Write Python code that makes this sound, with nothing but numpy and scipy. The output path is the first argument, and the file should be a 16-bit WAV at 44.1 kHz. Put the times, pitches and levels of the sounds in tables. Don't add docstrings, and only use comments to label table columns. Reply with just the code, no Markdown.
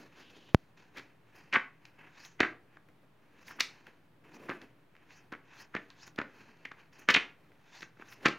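import sys
import numpy as np
from scipy import signal
from scipy.fft import rfft, irfft, next_fast_len
from scipy.io import wavfile
from scipy.ndimage import map_coordinates

SR = 44100
rng = np.random.default_rng(int(sys.argv[2]) if len(sys.argv) > 2 else 0)


def bounce(signal):
    frames = np.transpose(np.atleast_2d(signal))
    limited = np.clip(frames, -1, 1)
    pcm = np.round(limited * 32767).astype(np.int16)
    wavfile.write(sys.argv[1], SR, pcm)


N = 369558


def amp(db):
    return 10 ** (np.asarray(db) / 20)


def unit(x):
    return x / np.sqrt(np.mean(x ** 2) + 1e-20)


def along(points, hz):
    f, v = np.transpose(points)
    return np.interp(np.log(hz + 1), np.log(f + 1), v)


def wobble(rate):
    knots = rng.standard_normal(int(N * rate / SR) + 4)
    return map_coordinates(knots, [np.arange(N) * rate / SR])


def filtered(x, response):
    m = next_fast_len(N + SR // 2)
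    return irfft(rfft(x, m) * response(np.fft.rfftfreq(m, 1 / SR)), m)[..., :N]


def ringing(x, modes, order):
    def response(f):
        h = 0
        for k, (centre, width, db) in enumerate(modes):
            mode = 1j * f * width / (centre * centre - f * f + 1j * f * width)
            h = h + (-1) ** k * amp(db) * mode
        h = h ** order
        return h / np.sqrt(np.mean(np.abs(h) ** 2))
    return filtered(x, response)


def grit(shape, spiky_db):
    return unit(rng.standard_normal(shape) * amp(spiky_db * rng.standard_normal(shape)))


def hiss(spectrum, db):
    return amp(db) * unit(filtered(rng.standard_normal(N), lambda hz: amp(along(spectrum, hz))))


# (frequency [Hz], relative spectrum level [dB per Hz])
ROOM_TONE = [(29, -44.5), (50, -9.5), (155, 3), (203, -4.5), (329, -6), (483, -8.5), (1910, -14.5),
             (3330, -23), (5530, -32.5), (8100, -35), (11500, -34), (16000, -33.5)]


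def room_tone():
    return hiss(ROOM_TONE, db=-68) * amp(.7 * wobble(6))


# (frequency [Hz], width per pass [Hz], relative level per pass [dB])
DRONE = [(119.5, 6.2, -0.5), (160.2, 8.5, -0.5), (297, 16, -3.5)]


def drone():
    tone = unit(ringing(rng.standard_normal(N), DRONE, order=2))
    return amp(-73.5 + 1.5 * wobble(1.8)) * tone


# (frequency [Hz], relative spectrum level [dB per Hz])
SIDE_HISS = [(29, -34.5), (50, -8), (111, -4.5), (371, -3), (950, -9), (2620, -15), (3500, -18),
             (7000, -34), (12000, -28), (16000, -28.5)]


def side_hiss():
    side = hiss(SIDE_HISS, db=-75.5)
    return np.array([side, -side])


# (frequency [Hz], width per pass [Hz], relative level per pass [dB])
SHEEN_MODES = [(11800, 11000, 0)]
# (frequency [Hz], width [Hz], relative level [dB])
PILE_MODES = [(275, 205, 8), (157, 270, -6), (120, 2.4, -8), (430, 710, -1.5)]


def paper(sheet, edge, sheen, pile):
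    def steep(f):
        return 1 / (1 - (f / 7600) ** 2 + .9j * f / 7600) ** 2
    sheen = ringing(sheen, SHEEN_MODES, order=2)
    pile = ringing(pile, PILE_MODES, order=1)
    return sheet + filtered(edge, steep) + sheen + pile


# (peak time [s], time for speed to climb 20 dB [s],
# time for speed to sink 20 dB [s], sheet level [dB], edge level [dB], sheen level [dB],
# flutter level [dB], edge pitch at the peak [Hz]); times are limited and levels trimmed in use
PAGE_STROKES = [(.005, 5.5, 0.12, -60, -63, -75.5, -54, 4400),
                (0.062, -0.2, -0.74, -59.5, -67, -84, -61, 3960),
                (.19, 0.15, 0.25, -60, -65.5, -80, -62.5, 4540),
                (0.302, 0, 0.16, -64.5, -66, -78, -61, 4260),
                (.36, -2.37, .4, -68, -66.5, -90, -60.5, 4250),
                (0.491, -1.6, 0, -59, -68, -85, -60.5, 4100), (.63, -0.2, -0.1, -72, -85, -100, -78, 4600),
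                (.775, 0, 0.3, -65.5, -69.5, -95, -71, 3960),
                (.965, 0.05, 0.2, -60.5, -66.5, -85, -58.5, 4100),
                (1.101, -3, -2.3, -68.5, -81, -100, -74.5, 4330),
                (1.36, 0.07, 0.2, -63, -69.5, -75, -70.5, 5000),
                (1.43, 0.4, 0.8, -70, -78.5, -92, -76, 4360), (1.86, 0.23, 3.5, -69.5, -82, -86, -77, 5140),
                (1.99, -0.2, 0.17, -55.5, -75, -86, -63, 4100), (2.205, 0.16, 0, -61, -65, -79, -76, 6100),
                (2.262, 0.2, 0.12, -60.5, -58.5, -71.5, -75, 6340),
                (2.76, 0.1, 0, -64, -78, -97, -69.5, 4230), (3.22, -0.6, .4, -71, -81.5, -91, -71.5, 4520),
                (3.43, 0.1, -0.26, -60.5, -66.5, -73, -67.5, 6070),
                (3.486, 0.08, 0.12, -62.5, -57.5, -61, -63.5, 6500),
                (3.515, 0.05, 0.05, -51, -58.5, -62.5, -59, 4720),
                (3.565, -0.4, 0.2, -66, -81, -78, -59.5, 4400),
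                (3.75, 0.53, 0.33, -64, -71, -88.5, -68, 4180),
                (3.88, -0.1, 0.05, -62.5, -75, -92, -63, 4200),
                (4.25, 0.02, 0.54, -63, -85, -94, -61.5, 4310),
                (4.355, 0.08, 0.03, -60, -60, -71.5, -58, 6340),
                (4.45, 0.26, 0.33, -64.5, -86, -92, -55, 4400),
                (4.618, 0.3, 0.1, -60.5, -75, -92, -59.5, 4600),
                (5.03, 0.2, 0.7, -69, -84.5, -90.5, -72, 4110),
                (5.12, 0.06, 0.15, -62, -65, -80, -69.5, 4400),
                (5.174, 0.13, .05, -61, -61, -74, -76, 6400),
                (5.24, -0.3, .09, -76.5, -81, -89.5, -67, 4300),
                (5.558, 0.1, 0.13, -55, -62.5, -74.5, -76, 4060),
                (5.618, 0.16, .05, -58.5, -57, -67.5, -66, 5300),
                (5.85, 0.3, 0.15, -71, -74, -86, -67, 3900),
                (5.904, -0.2, 0.16, -61.5, -74, -85, -76, 3860), (6.03, .1, .09, -59, -55, -79, -79, 5400),
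                (6.07, .05, 0.05, -60.5, -57, -70, -65, 6700),
                (6.35, 0.15, 0.5, -60.5, -68, -81.5, -64, 4290),
                (6.799, .07, 0.13, -62, -72, -88, -67.5, 4230),
                (6.93, -0.12, 0.1, -64, -66, -80, -75, 5200),
                (6.993, .035, 0.13, -60.5, -66.5, -70.5, -65.5, 6300),
                (7.449, 3.5, .4, -75.5, -84.5, -88.5, -78, 4200),
                (7.66, 0, .12, -65.5, -74, -86.5, -72, 4200),
                (7.765, 0.2, 0.03, -63, -62.5, -79.5, -78, 4570),
                (7.819, 0.17, 0.08, -57.5, -54.5, -70, -79, 6200),
                (8.022, .03, -0.05, -53, -76, -84, -61, 4500),
                (8.085, -0.02, .07, -59.5, -59.5, -81, -81, 6240),
                (8.13, 0.29, 0.1, -63, -65, -68.5, -72, 5500), (8.18, 0, .05, -71, -73, -80, -72, 4830),
                (8.235, 0.1, 0.2, -61, -69, -86, -55, 4200)]
SPEED_EXPONENTS = (1.01, 1.3, 4.5, 1.2)
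SPEED_ROUNDNESS = 1.28
SLOW_EDGE_HZ, PITCH_EXPONENT = 1900, 2.3
REST_FLUTTER_DB = -74.5


def strokes():
    s, climb, sink, *levels_db, top_hz = np.transpose(PAGE_STROKES)[:, :, None]
    t = np.arange(0, N / SR, .001)
    time_20_db = np.clip(np.where(t < s, climb, sink), .014, .6)
    speed = amp(-20 * (np.abs(t - s) / time_20_db) ** SPEED_ROUNDNESS)
    power = [(amp(db) * speed ** law) ** 2 + 1e-14 for db, law in zip(levels_db, SPEED_EXPONENTS)]
    progress = np.clip(1 + (t - s) / np.clip(climb, .004, 1), 1e-6, 1)
    stroke_hz = SLOW_EDGE_HZ + (top_hz - SLOW_EDGE_HZ) * progress ** PITCH_EXPONENT
    pitch = np.sum(power[1] * stroke_hz, axis=0) / power[1].sum(axis=0)
    sheet, edge, sheen, pile = [np.sqrt(p.sum(axis=0)) for p in power]
    pile = np.hypot(pile, amp(REST_FLUTTER_DB))
    return [np.interp(np.arange(N) / SR, t, c) for c in (sheet, edge, sheen, pile, pitch)]


def edge_glide(rub, edge, pitch):
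    bands_hz = range(3600, 7300, 600)
    pitch = np.maximum(pitch, bands_hz[0])
    glide = 0
    for hz in bands_hz:
        share = np.sqrt(np.clip(1 - np.abs(pitch - hz) / bands_hz.step, 0, 1))
        glide = glide + share * ringing(rub(edge * amp(-8.5)), [(hz, 900, 0)], order=2)
    return glide + ringing(rub(edge * amp(-9)), [(4300, 2500, 0), (6700, 1500, 2.5)], order=1)


# (frequency [Hz], width per pass [Hz], relative level per pass [dB])
SHEET_MODES = [(1570, 650, 6), (2690, 300, 4), (960, 510, 7), (3110, 480, 4.5)]


def slide():
    sheet, edge, sheen, pile, pitch = strokes()
    catch_db = 1.8 * wobble(30) + 1.5 * wobble(120)

    def rub(gain):
        return gain * amp(catch_db + 0.51 * wobble(43)) * grit(N, spiky_db=3.5)
    edge_noise = edge_glide(rub, edge, pitch)
    sheet_noise = ringing(rub(sheet), SHEET_MODES, order=2)
    return paper(sheet_noise, edge_noise, rub(sheen), rub(pile))


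# (time [s], scrape level [dB])
COVER_SCRAPE = [(0.1, -86), (0.186, -65), (0.29, -66), (0.302, -55.5), (0.33, -84.5), (0.348, -62.5),
                (0.424, -67.5), (0.432, -72), (0.498, -62), (0.53, -75.5)]
# (frequency [Hz], width per pass [Hz], relative level per pass [dB])
CARD_MODES = [(3000, 1300, 0)]


def cover():
    level_db = np.interp(np.arange(N) / SR, *np.transpose(COVER_SCRAPE), left=-120, right=-120)
    scrape = amp(level_db + 2.5 * wobble(45)) * grit(N, spiky_db=2.5)
    return ringing(scrape, CARD_MODES, order=2)


POP_S, POP_GAIN_DB = .5467, -1


def pop():
    def response(f):
        p = 2j * np.pi * f + 1 / SR
        corner = 2 * np.pi * 105
        cut = p * p / (p * p + 1.2 * p * corner + corner ** 2)
        drain = 1 / (p + 2 * np.pi * 70)
        soften = 1 / (1 + 1j * f / 4000) ** 2 - 0.04 * (f / 12000) ** 3
        delay = np.exp(-p * POP_S)
        return SR * cut * drain * soften * delay
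    impulse = np.eye(1, N)[0]
    return amp(POP_GAIN_DB) * filtered(impulse, response)


def even(rows, floor):
    energy_root = np.linalg.norm(rows, axis=1, keepdims=True)
    z = rfft(rows)
    out = irfft(z / (np.abs(z) + floor * energy_root), rows.shape[1])
    return out * energy_root / np.linalg.norm(out, axis=1, keepdims=True)


def bent(rows, hz, q):
    f = np.fft.rfftfreq(rows.shape[1], 1 / SR)

    def mode(width):
        return 1j * f * width / (hz * hz - f * f + 1j * f * width)
    limp = f / (1.42 * hz)
    soft = 1 / (1 - limp ** 2 + 1.3j * limp) ** 2
    response = (mode(hz / q) ** 2 + 0.18 * mode(1.9 * hz)) * soft
    out = irfft(rfft(rows) * response, rows.shape[1])
    return out / np.linalg.norm(out, axis=1, keepdims=True)


# (peak time [s], level [dB], sheet pitch [Hz], trapped-air thud [dB re level],
# edge [dB re level], sheen [dB re level], length [s]); levels before the trims in snaps()
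PAGE_SNAPS = [(0.9732, -43.5, 1920, -10.5, -13, -19, 0.0097), (0.9837, -44, 2190, -4.5, -8, -25, 0.0052),
              (0.995, -45, 1740, -3.5, -10.5, -26, 0.0043), (1.528, -29, 2290, -15.5, -15, -39, 0.0014),
              (1.5331, -25, 2124, -21, -36, -47, 0.0024), (1.5388, -26.5, 2020, -10, -13.5, -41.5, 0.005),
              (1.5458, -22.5, 1790, -16.5, -43, -67.5, 0.0035),
              (1.5493, -31, 1670, -8.5, -15, -34.5, .0045), (1.5562, -15, 1920, -30, -45, -63, 0.00074),
              (1.56, -13.5, 1790, -20.5, -40, -63.5, 0.0015), (1.568, -28, 1730, -2.5, -23, -40, 0.0053),
              (1.854, -44.5, 2550, -20, -6.5, -24, 0.0015), (2.251, -53, 2320, -16, 0.5, -14, 0.0047),
              (2.398, -35.5, 1730, -6.5, -29, -40, 0.0039), (2.4043, -17, 1553, -6, -10, -37, 0.00078),
              (2.4072, -14.5, 1890, -4, -23, -41, 0.0014), (2.4196, -28.5, 1795, -10, -35, -55.5, 0.003),
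              (2.432, -21, 1770, -9.5, -36, -55, 0.0032), (2.448, -27.5, 1660, -18.5, -38, -59, 0.0032),
              (2.7707, -47, 1550, -11, -22.5, -34.5, .0016), (2.888, -60, 1900, -8.5, -15, -12, 0.0025),
              (3.482, -45, 2190, -31, -11, -15.5, 0.0033), (3.51, -44.5, 1500, -15.5, -21, -27, .005),
              (3.5915, -41, 1630, -11, -30, -42, .004), (3.5994, -40.5, 2150, -12, 1, -2.5, 0.0013),
              (3.607, -19, 2540, -23.5, -2.5, -21, 0.0032), (3.869, -44, 1980, -17, -15.5, -20.5, .0013),
              (4.4882, -36.5, 1500, -29, -39, -40.5, 0.0024), (4.4942, -32, 1560, 1.5, -14.5, -41, 0.00096),
              (4.5, -31, 1840, -6.5, -23, -60, .0018), (4.511, -36.5, 1534, -2, -34, -45, 0.0045),
              (4.5186, -35.5, 1700, -5.5, -34, -43, 0.0021), (4.617, -51.5, 1980, -14.5, -6.5, -21, 0.0025),
              (4.9527, -52, 1900, -30, -18.5, -22.5, 0.001), (4.966, -52, 2090, -16, -14.5, -22, 0.00084),
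              (5.106, -49.5, 2170, -13, -16, -31, .0014), (5.321, -44.5, 1970, -5.5, -16, -28, 0.0012),
              (5.325, -40.5, 1440, 3, -15.5, -24, 0.0029), (5.335, -40, 1680, -28, -27, -39, 0.0047),
              (5.351, -42, 1640, -5, -30, -37, 0.0016), (5.7453, -37.5, 1630, -16, -33, -52, 0.0045),
              (5.7512, -29.5, 1670, 0.5, -17.5, -51, 0.0021),
              (5.7664, -32.5, 2000, -4.5, -23, -51.5, 0.0041), (5.9032, -47, 2430, -18, 1, -23.5, .0005),
              (6.078, -50, 1330, -6, -8.5, -10, 0.0026), (6.161, -57, 2330, 4, 0, -7, 0.0019),
              (6.183, -38, 1630, -11, -27, -42.5, 0.0051), (6.1879, -26, 1900, 0, -16, -44, 0.0017),
              (6.2013, -30, 1550, -10, -44, -47, 0.0023), (6.216, -31.5, 1630, -4, -21, -44, .0018),
              (6.572, -68, 2500, -18, -1, -15, 0.00085), (6.654, -34.5, 2070, -13.5, -17.5, -33, .003),
              (6.717, -41, 1650, -11, -19, -36.5, 0.0033), (7.082, -43.5, 1890, -4, -19.5, -34.5, 0.0022),
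              (7.0884, -10.5, 1990, -15, -15.5, -35, 0.001), (7.093, -19.5, 2106, -17.5, -21, -43, .003),
              (7.098, -19.5, 2200, -25, -19, -44.5, .004), (7.104, -19, 2110, -11, -10, -56, 0.0047),
              (7.112, -27, 2450, -7, -3.5, -14, .001), (7.1425, -20.5, 3540, -14.5, -13, -45, 0.0018),
              (7.1446, -19.5, 3130, -21, -20, -54.5, .003), (7.149, -12.5, 2290, -34, -18, -58, .002),
              (7.162, -17.5, 2585, -9.5, -14.5, -45, .001), (7.166, -14.5, 2430, -19.5, -27, -50.5, 0.0017),
              (7.173, -23.5, 2050, -6.5, -22, -42.5, 0.0043), (7.5184, -56.5, 1960, -5, -23, -24.5, 0.0011),
              (7.554, -63, 2200, -8, -15, -30, .0015), (7.8078, -50.5, 2230, -4.5, -1, -24.5, .002),
              (7.823, -43.5, 1900, -11, -7, -26.5, 0.0026), (7.8292, -39, 1900, -6.5, -13, -29, 0.0027),
              (7.972, -58.5, 1390, -5, -27, -35, .003), (7.998, -52.5, 1400, 7, -22, -38.5, 0.0024),
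              (8.023, -42, 1510, -13, -36, -41.5, .0014), (8.1249, -48.5, 1930, -29, -11, -18, 0.0051),
              (8.251, -45, 1730, -29, -10, -32.5, 0.0041), (8.258, -15.5, 1850, -1.5, -13, -40, 0.0029),
              (8.264, -19.5, 2060, -17.5, -13.5, -50.5, 0.0045),
              (8.271, -28, 1890, -3.5, -27, -42.5, 0.0032), (8.2842, -31, 1980, 4, -4, -26, 0.0022)]
# (frequency [Hz], width per pass [Hz], relative level per pass [dB])
EDGE_MODES = [(3540, 2400, 12.5), (6620, 18000, -14.5)]
SNAP_RISE, SNAP_FALL = 0.72, 1.186


def snaps():
    lead = SR // 50
    t = (np.arange(3 * lead) - lead) / SR
    s, db, sheet_hz, thud_db, edge_db, sheen_db, length = np.transpose(PAGE_SNAPS)[:, :, None]
    span = np.clip(length * np.where(t < 0, SNAP_RISE, SNAP_FALL), .0003, .012)
    steep = np.where(t < 0, 1.9, 1.2)
    crackle = grit((len(PAGE_SNAPS), len(t)), spiky_db=0.5)

    def shape(stretch):
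        return np.exp(-np.abs(t / (stretch * span)) ** steep)
    push = -1.5 * np.exp(-(t / 0.00025) ** 2) + 0.2 * shape(0.23) * crackle
    body = bent(even(shape(1.32) * crackle, floor=1.0), sheet_hz, q=1.1)
    body = body * np.linalg.norm(shape(1.09), axis=1, keepdims=True)
    parts = [amp(db - 0.5) * body,
             amp(db + edge_db + 2.5) * even(shape(0.6) * crackle, floor=0.37),
             amp(db + sheen_db - 3.0) * even(shape(.75) * crackle, floor=.4),
             amp(db + thud_db - 9) * push]
    where = (np.round(s * SR).astype(int) - lead + np.arange(len(t))).ravel()
    sheet, edge, sheen, pile = [np.bincount(where, p.ravel(), N + SR)[:N] for p in parts]
    return paper(sheet, ringing(edge, EDGE_MODES, order=2), sheen, pile)


# (frequency [Hz], time to fall 60 dB [s])
ROOM_DECAY = [(100, 0.13), (260, 0.39), (1840, 0.28), (4850, 0.25), (9000, 0.27), (12800, 0.22)]


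def room(x):
    out, step = np.zeros(N + 2 * SR), int(.3 * SR)
    for a in range(0, N, step):
        hz, t, z = signal.stft(rng.standard_normal(SR // 2), SR, nperseg=256)
        decay = amp(-60 * t / along(ROOM_DECAY, hz)[:, None])
        tail = signal.istft(z * decay, SR, nperseg=256)[1]
        wet = signal.fftconvolve(x[a:a + step], tail / np.linalg.norm(tail))
        out[a + 130:][:len(wet)] += wet
    return out[:N]


def scene():
    rustle = slide() + cover()
    hits = snaps()
    reverb = amp(-9.0) * room(hits + amp(-14) * rustle)
    mid = hits + reverb + rustle + pop()
    return np.array([mid, mid])


def record(dry):
    def dip(f):
        return 1 - .6 * 1j * f * 1800 / (8050 ** 2 - f * f + 1j * f * 1800)
    floor = room_tone() + drone() + side_hiss()
    offset = -.0005
    return filtered(filtered(dry, dip) + floor + offset, lambda hz: hz < 15870)


dry = scene()
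out = record(dry)
bounce(out)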